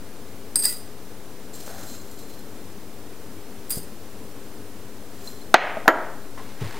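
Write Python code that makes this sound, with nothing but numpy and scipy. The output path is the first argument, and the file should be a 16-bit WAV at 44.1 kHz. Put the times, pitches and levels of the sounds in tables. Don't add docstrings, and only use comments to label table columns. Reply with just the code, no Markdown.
import sys
import numpy as np
from scipy import signal
from scipy.fft import rfft, irfft, next_fast_len
from scipy.io import wavfile
from scipy.ndimage import uniform_filter1d

SR = 44100
rng = np.random.default_rng(int(sys.argv[2]) if len(sys.argv) > 2 else 0)


def how_loud(loudness_db):
    steps = np.asarray(loudness_db, float) / 20
    return 10 ** steps


def persist_wave(psi):
    counts = np.round(np.clip(psi, -1, 1) * 32767).astype(np.int16)
    wavfile.write(sys.argv[1], SR, np.atleast_2d(counts).T)


N = 299835

# t/s, effort/dB, depth/0-1
DIG = [
    [(1.526, -60.5, .3), (1.538, -48.5, 0.1), (1.56, -48.5, 0.2), (1.64, -49, 0.7), (1.696, -48.5, 1),
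     (1.76, -48.5, 0.93), (1.82, -47.5, 0.96), (1.88, -47, 0.5), (1.956, -47.5, 0.53), (1.998, -57.5, .1),
     (2.056, -58, 0.48)],
    [(2.056, -56, .6), (2.218, -56.5, 0.4), (2.224, -53, 0.5), (2.268, -63, .4), (2.302, -58, .3),
     (2.374, -67, 0.3), (2.39, -59, 0.2), (2.454, -71.5, .4)],
    [(5.1, -65.5, 0.64), (5.258, -51.5, 0.73), (5.272, -48, 0.6), (5.302, -51, 0.4), (5.432, -63, 0.6),
     (5.48, -68, .6)],
]


def unit(x):
    return x / np.sqrt(np.mean(x ** 2) + 1e-20)


def along(points, hz):
    f, v = np.transpose(points)
    return np.interp(np.log(hz + 1), np.log(f + 1), v)


def curves(*spans):
    t = np.arange(N) / SR
    parts = []
    for span in spans:
        s, *columns = np.transpose(span)
        parts.append([np.interp(t, s, column, -150, -150) for column in columns])
    return np.max(parts, axis=0)


def wobble(rate, count=N):
    return np.interp(np.arange(count) * rate / SR, np.arange(1500), rng.standard_normal(1500))


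def coloured(x, spectrum):
    size = next_fast_len(N + 8192)
    gain = how_loud(along(spectrum, np.fft.rfftfreq(size, 1 / SR)))
    return unit(irfft(rfft(x, size) * gain, size)[:N])


def patter(per_second, spread_db):
    chance, size = rng.random(N), rng.exponential(size=N)
    return unit((chance < per_second / SR) * how_loud(spread_db * size))


def spikes(times, levels_db):
    x = np.zeros(N)
    x[np.round(np.asarray(times) * SR).astype(int)] = how_loud(levels_db)
    return x


def puffs(times, levels_db, t60):
    t = np.arange(SR // 5) / SR
    shape = how_loud(-60 * t / t60) * (1 - np.exp(-t / 0.00057))
    return np.abs(signal.fftconvolve(spikes(times, levels_db), shape)[:N])


def ring(force, hz, width_hz):
    r = np.exp(-np.pi * width_hz / SR)
    w = 2 * np.pi * hz / SR
    return signal.lfilter([np.sqrt(2 * (1 - r * r)) * np.sin(w)], [1, -2 * r * np.cos(w), r * r], force)


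def glass(modes, forces, splits_hz, contact_hz=300, wander_db=0):
    live = np.flatnonzero(uniform_filter1d(forces[0][0], size=SR // 2) > 1e-6)[:3 * SR]
    out = np.zeros(N)
    power = sum(how_loud(db) ** 2 * width for _, width, db in modes)
    total = np.sqrt(power * SR / (np.pi * contact_hz))
    for hz, width, db in modes:
        rain, blows = forces[np.searchsorted(splits_hz, hz)]
        luck = rng.standard_normal(3 * SR)[:len(live)]
        wander = how_loud(wander_db * wobble(10.3, count=len(live)))
        force = rain[live] * wander * luck + blows[live] * (1 + 0.32 * luck)
        soft = ring(force, hz, contact_hz)
        out[live] += how_loud(db) * np.sqrt(width) / total * ring(soft, hz, width)
    return out


def decay(spectrum, build_s):
    # f/Hz, t60/s
    kitchen = [(200, 0.57), (700, 0.65), (2000, 0.59), (4000, 0.55), (10000, 0.37)]
    hz, t, z = signal.stft(rng.standard_normal(SR), SR, nperseg=256)
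    fall_db = 60 * t / along(kitchen, hz)[:, None]
    gain = how_loud(along(spectrum, hz)[:, None] - fall_db) * (1 - np.exp(-t / build_s))
    return signal.istft(z * gain, SR, nperseg=256)[1][:SR]


def room(x):
    tail = decay([(100, 0), (9000, 0.0073)], build_s=0.0062)
    return signal.fftconvolve(x, tail / np.linalg.norm(tail))[:len(x)]


def background():
    # f/Hz, level/dB per Hz
    hum = [(12, -47), (20, -5), (22, -35), (32, -17), (59, -26), (98, -12), (141, -22.5), (214, -13),
           (316, -14.5), (353, -20), (405, -13.5), (566, -22), (814, -26), (2700, -36), (15600, -40.5)]
    # f/Hz, level/dB per Hz
    hiss = [(24, -39), (40, -5), (69, -3), (143, -7), (273, -3), (498, -2), (1690, -3.5), (15600, -4)]
    swell = how_loud(0.25 * wobble(4.25))
    mid = how_loud(-42) * coloured(rng.standard_normal(N), hum) * swell
    side = how_loud(-54.0) * coloured(rng.standard_normal(N), hiss)
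    return np.array([mid + side, mid - side])


def teapot():
    # t/s, flow/dB
    flow = [
        [(0.562, -32), (0.582, -45), (0.596, -34), (0.616, -42), (0.652, -27), (0.688, -30.5), (0.858, -60.5),
         (0.9, -72)],
        [(3.706, -27), (3.738, -36), (3.774, -35), (3.88, -63)],
    ]
    # t/s, level/dB, loss/dB per s
    bare = [
        (0.557, 13.5, 40.5),
        (3.7, 0, 10),
    ]
    # t/s, peak/dB, middle modes/dB, top modes/dB
    pieces = [(0.5562, 0, -10, -1), (0.5918, -25.5, 2.5, -3), (0.597, -24, -17, -8),
              (0.6234, -16.5, -2, -7), (0.6375, -11, -13, -3), (0.642, -15, -12, -3), (0.6509, -12.5, 4, 0),
              (0.6539, -2, -9, -1), (0.6744, -24, -19, -3), (0.691, -24, -10, -6), (0.7244, -22, -5, -6),
              (3.695, -26, -10, -4), (3.7034, -13.5, -15, 3), (3.7117, -29, -14, -3), (3.72, -22, -14, -3),
              (3.7273, -29, 6, -11), (3.7444, -34, 6, -11), (3.755, -34, 1, -8), (3.779, -33, -5, -8),
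              (3.8295, -32, -16, -15)]
    # f/Hz, width/Hz, level/dB
    teapot_modes = [(1430, 36, -22), (1970, 56, -21), (4835, 58, -4.5), (4950, 150, -11), (5070, 32, -11),
                    (6200, 31, -22), (6990, 150, -24), (7760, 95, -19), (7970, 42, -17), (8230, 27, -14),
                    (8436, 36, -4), (8470, 210, -4), (8515, 36, -6), (8760, 90, -15), (8990, 30, -10),
                    (9150, 25, -12), (9238, 18, -2), (9700, 60, -14), (9830, 60, -16), (10842, 11, -4.5),
                    (11100, 26, -20), (11200, 34, -22), (11585, 20, -12), (11900, 36, -13),
                    (12700, 48, -17), (13000, 60, -18), (13500, 39, -18), (13900, 160, -18),
                    (14300, 71, -15), (14800, 100, -21), (15100, 20, -19), (15300, 120, -15),
                    (15500, 32, -19),
                    (2580, 300, -29.0), (3980, 420, -22.5), (5700, 60, -28), (11950, 40, -15)]
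    # f/Hz, level/dB per Hz
    leaf = [(530, -26), (900, -16.5), (4100, -18), (4920, -1.5), (5350, -18), (8660, -3), (9800, -1),
            (10400, -11), (11500, -9), (13000, -6), (16000, -17)]
    # f/Hz, level/dB per Hz
    dull = [(410, -29), (700, -2), (895, -3), (1330, -7), (1760, 2.5), (2040, -4), (2750, -24), (3860, -3),
            (4400, -4), (5720, -32), (9680, -120)]

    rustle_db, = curves(*flow)
    t = np.arange(N) / SR
    ring_db = rustle_db + sum((db - loss * (t - s)) * (abs(t - s) < 1) for s, db, loss in bare)
    s, db, middle_db, top_hit_db = np.transpose(pieces)
    dull_db = -31 + 0.92 * db
    top_db = -19 + 0.27 * db + top_hit_db
    s = s + 0.00055

    rain = how_loud(ring_db - 7) * patter(2200, spread_db=2.5)
    forces = [
        (rain * how_loud(3.5), spikes(s, dull_db + 42.5)),
        (rain * how_loud(-10 + 5), spikes(s, db + middle_db + 22.0)),
        (rain, spikes(s, db + 13.5)),
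        (rain * how_loud(3.5), spikes(s, top_db + 30)),
    ]
    bell = glass(teapot_modes, forces, [4300, 6900, 10300], wander_db=5.0)

    grains = patter(20000, spread_db=1.0) * rng.standard_normal(N)
    leaves = coloured(grains, leaf) * how_loud(2.2 * wobble(150))
    rustle = (how_loud(rustle_db - 2.0) + puffs(s, top_db - 16, 0.042)) * leaves
    thud = puffs(s, dull_db - 2.5, 0.061) * coloured(rng.standard_normal(N), dull)
    return bell + rustle + thud


def spoon():
    # f/Hz, width/Hz, level/dB
    handle_modes = [(8670, 190, 8), (13450, 90, -10)]
    # f/Hz, width/Hz, level/dB
    bowl_modes = [(6510, 37, 0)]
    start_s, end_s = 1.52, 2.02
    t = np.arange(N) / SR - start_s
    effort = how_loud(curves(*DIG)[0]) * (t > 0) * (t < end_s - start_s)
    rub, still = effort * patter(1200, spread_db=1.5), np.zeros(N)
    handle = glass(handle_modes, [(how_loud(-1 - 40 * t) * rub, still)], [], wander_db=-4)
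    bowl = glass(bowl_modes, [(how_loud(-17 + 27 * t) * rub, still)], [])
    return handle + bowl


def jar():
    # t/s, lowest mode/dB, upper modes and leaf puff/dB
    ticks = [(1.5361, -50, -46), (1.552, -41, -42), (1.603, -43, -38), (1.6626, -47, -39),
             (1.6794, -46, -43), (1.7362, -58, -58), (1.787, -46, -54), (1.81, -46, -45), (1.829, -38, -38),
             (1.8873, -36, -56), (1.9194, -40, -52), (1.94, -40, -56), (1.9594, -39, -54),
             (1.9996, -39, -51), (2.014, -41, -56), (2.113, -55, -40), (2.19, -46, -40), (2.2236, -41, -47),
             (2.2879, -44, -46), (2.2996, -48, -40), (2.337, -42, -41), (2.392, -45, -44),
             (5.243, -51.5, -42), (5.2742, -21, -44), (5.2887, -46, -48), (5.3597, -52, -56),
             (5.4156, -40, -54)]
    # f/Hz, width/Hz, level/dB
    jar_modes = [(4126, 43, 4), (5070, 35, -13), (5300, 50, -13), (7450, 330, -1), (11200, 86, -24),
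                 (12450, 200, -3), (13100, 150, -8), (15200, 70, -12)]
    # f/Hz, level/dB per Hz
    slide = [(1470, -46), (2500, -9), (4020, -2.5), (7420, -1), (10000, -5.5), (13200, -4.5), (16000, -8.5)]
    # f/Hz, level/dB per Hz
    crunch_colour = [(250, -44), (500, 3), (620, 8), (760, 6), (950, -7), (1450, 2), (2500, -11),
                     (4000, -30)]

    rustle_db, depth = curves(*DIG)
    depth = np.clip(depth, 0, 1)
    ring_db = rustle_db + 4 - 13 * depth
    crunch_db = rustle_db - 12 + 15 * depth

    s, db, upper_db = np.transpose(ticks)
    rain = how_loud(ring_db + 2.5) * patter(1500, spread_db=1.5)
    forces = [(rain, spikes(s, db + 20.5)), (how_loud(-2.0) * rain, spikes(s, upper_db + 15.0))]
    bell = glass(jar_modes, forces, [5000], contact_hz=700, wander_db=2.5)

    grains = patter(15000, spread_db=1.0) * rng.standard_normal(N)
    rustle = coloured(grains, slide) * how_loud(1.7 * wobble(60))
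    rustle_level = how_loud(rustle_db + 0.5) + puffs(s, upper_db - 9.5, 0.075)
    breaks = patter(3000, spread_db=-0.5) * rng.standard_normal(N)
    crunch = coloured(breaks, crunch_colour) * how_loud(0.8 * wobble(39.8))
    return bell + rustle_level * rustle + how_loud(crunch_db) * crunch


def bumps():
    # t/s, peak/dB, f/Hz, t60/s, noisiness/0-1
    contacts = [(1.678, -13.5, 890, 0.0048, 0.9), (1.6775, -27, 520, 0.015, 0.1),
                (1.745, -34, 775, 0.05, 0.4), (1.797, -33, 540, 0.04, 0.2), (3.771, -14, 170, 0.019, 0.1),
                (3.7763, -18, 338, 0.017, 0.4), (3.792, -33, 220, .03, 0), (5.77, -11.5, 646, 0.038, 0.26),
                (5.858, -16, 715, 0.022, 0), (5.859, -16, 1500, 0.008, 0.1), (5.8757, -7, 785, 0.011, 0),
                (5.543, 9.5, 750, 0.012, 0), (5.8803, 3, 720, 0.021, 0.03), (5.8861, 4, 1336, 0.022, 0),
                (5.8887, -2.5, 520, 0.022, 0), (6.376, -32, 1070, 0.13, 0.52),
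                (6.399, -31, 1040, .05, 0.24), (6.379, -38, 1950, 0.062, 0.5),
                (6.6141, -19.5, 129, 0.12, 0.16), (6.617, -26, 290, 0.21, 0.66),
                (6.641, -23, 104, 0.17, 0.03), (6.664, -22.5, 124, 0.052, 0.4), (6.74, -39.5, 910, 0.26, 0),
                (6.795, -27.5, 260, 0.053, 0)]
    x, t = np.zeros(N + SR), np.arange(SR // 4) / SR
    for s, db, hz, t60, noisy in contacts:
        blur = unit(ring(rng.standard_normal(len(t)), hz, hz))
        tone = (1 - noisy) * np.sin(2 * np.pi * hz * t) + noisy * blur
        x[round(s * SR):][:len(t)] += how_loud(db - 60 * t / t60) * (1 - np.exp(-t / 0.00087)) * tone
    return x[:N]


def set_down(hit, modes, chime, air, longest_s=0.083):
    s, db, rattle_db, room_db, slam_db, slam_hz = hit
    x, t = np.zeros(N + SR), np.arange(SR) / SR
    damped = [(hz, level, min(t60, longest_s)) for hz, level, t60 in modes]
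    body = np.zeros(SR)
    for k, (hz, level, t60) in enumerate(damped + chime):
        body += how_loud(level - 60 * t / t60) * np.sin(2 * np.pi * hz * t) * (-1) ** k
    turns = slam_hz * (0.528 * t + 0.001554 * (1 - np.exp(-t / 0.003)))
    slam = how_loud(slam_db - 60 * t / 0.0079) * np.sin(2 * np.pi * turns)
    rattle = how_loud(rattle_db - 60 * t / 0.11) * coloured(rng.standard_normal(N), air)[:SR]
    tail = how_loud(room_db - 11.0) * unit(decay(air, build_s=0.052))
    contact = (how_loud(db) * body + rattle) * (1 - np.exp(-t / 0.00028))
    x[round(s * SR):][:SR] = contact + slam + tail + how_loud(db - 22.0) * room(body)
    return x[:N]


def jar_lands():
    # t/s, force/dB, rattle/dB, room/dB, slam/dB, slam f/Hz
    edge = (5.5421, 2.5, 0, -21.5, 13.5, 1454)
    flat = (5.8792, -4, -2, -24.5, 6.5, 1509)
    # f/Hz, level/dB, t60/s
    edge_modes = [(367, -15, 0.024), (557, -10, 0.06), (616, -10, 0.061), (734, -2.5, 0.092),
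                  (852, -3, 0.056), (918, 0, 0.045), (1525, -6, 0.11), (1927, -1, 0.053), (1983, -7, 0.055),
                  (2200, -16, 0.09), (2570, -6, 0.034), (3040, -15, 0.065), (3260, -23, 0.015),
                  (3740, -16, 0.025), (4130, -15, 0.065), (4900, -37, 0.06), (6220, -18, 0.015),
                  (6700, -28, 0.05), (7500, -52, 0.1), (12900, -44, 0.07)]
    flat_modes = [(290, -13.5, 0.065), (484, -16, 0.073), (680, -5.5, 0.051), (867, 6.5, 0.024),
                  (1040, 6, 0.0061), (1353, -4, 0.062), (1610, -10, 0.047), (1904, -5, 0.071),
                  (2300, -31, 0.048), (3090, -15, 0.11), (3300, -39, 0.085), (4000, -38, 0.13),
                  (5136, -53, 0.07), (6930, -13, 0.036), (7600, -45, 0.074), (12600, -12, 0.028),
                  (12800, -24, 0.28)]
    # f/Hz, level/dB, t60/s
    edge_glass = [(622, -35, 0.6), (720, -37, 0.43), (1250, -31, 1), (1840, -36, 0.5), (1840, -34, 0.46),
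                  (4030, -43, 0.45), (4150, -38.5, 0.41), (6460, -43, 0.3), (13000, -48, 0.1)]
    flat_glass = [(630, -17.5, 0.54), (685, -24, 0.83), (960, -21.5, 0.59), (1335, -30, 0.5),
                  (1650, -35, 0.43), (3082, -31, 0.25), (6760, -36, 0.22), (13100, -30, .12)]
    # f/Hz, level/dB per Hz
    edge_air = [(120, -52), (200, -19.5), (382, -11), (413, -18), (627, -2), (677, -4.5), (731, -10),
                (1080, -10.5), (1960, -8), (3200, -19), (3700, -26), (8000, -43), (10400, -81),
                (17600, -120)]
    flat_air = [(120, -59), (200, -50), (281, -5.5), (580, -16.5), (646, -7), (743, -9.5), (1150, -13),
                (1260, -15), (1350, -12), (1680, -11), (2100, -19.5), (2350, -27.5), (6860, -48.5),
                (8000, -52), (10400, -75), (17600, -120)]
    hits = set_down(edge, edge_modes, edge_glass, edge_air)
    hits = hits + set_down(flat, flat_modes, flat_glass, flat_air)
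    return signal.lfilter(*signal.butter(2, 170 / SR * 2, "high"), hits)


def sleeve():
    # t/s, level/dB
    landings = [
        (6.365, -54),
        (6.595, -50),
    ]
    # f/Hz, level/dB per Hz
    cloth = [(240, -35), (400, -12), (572, -12), (907, -5.5), (1150, -7.5), (1850, -9), (14000, -29.5)]
    level = np.zeros(N)
    for s, db in landings:
        since = np.maximum(np.arange(N) / SR - s, 0)
        level += np.minimum(since / .015, 1) * how_loud(db + 4.5 * np.exp(-since / 0.065))
    grains = patter(4000, spread_db=0.0) * rng.standard_normal(N)
    return level * how_loud(3.0) * coloured(grains, cloth)


def scene():
    near = teapot() + jar() + spoon() + bumps()
    return near + how_loud(-14.0) * room(near) + jar_lands() + sleeve() + background()


def roll_off(x):
    return signal.sosfilt(signal.butter(12, 16820, fs=SR, output="sos"), x)


def record(dry):
    # t/s, depth/dB, attack/s, release/s
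    duck = [
        (5.543, 12, 0.0033, 0.095),
        (5.88, 7.5, 0.004, 0.074),
    ]
    offset = [
        [-.0307],
        [-.0196],
    ]
    t = np.arange(N) / SR
    cut_db, drift = np.zeros(N), np.ones(N)
    for (s, depth_db, attack, release), swing in zip(duck, [.65, .9]):
        since = np.maximum(t - s, 0)
        cut_db += depth_db * (1 - np.exp(-since / attack)) * np.exp(-since / release)
        rebound = np.exp(-since / 0.47) * (0.99 + 0.14 * np.sin(2 * np.pi * 7.5 * since))
        dip = (1 + 0.99) * np.exp(-since / 0.16)
        drift += swing * (1 - np.exp(-since / 0.009)) * (rebound - dip)
    top_hz = 15800
    dry = irfft(rfft(dry) * (np.fft.rfftfreq(N, 1 / SR) < top_hz), N)
    x = dry * how_loud(-cut_db) + np.array(offset) * drift
    x = x / (1 + np.abs(x) ** 20) ** (1 / 20)
    return roll_off(x)


dry = scene()
out = record(dry)
persist_wave(out)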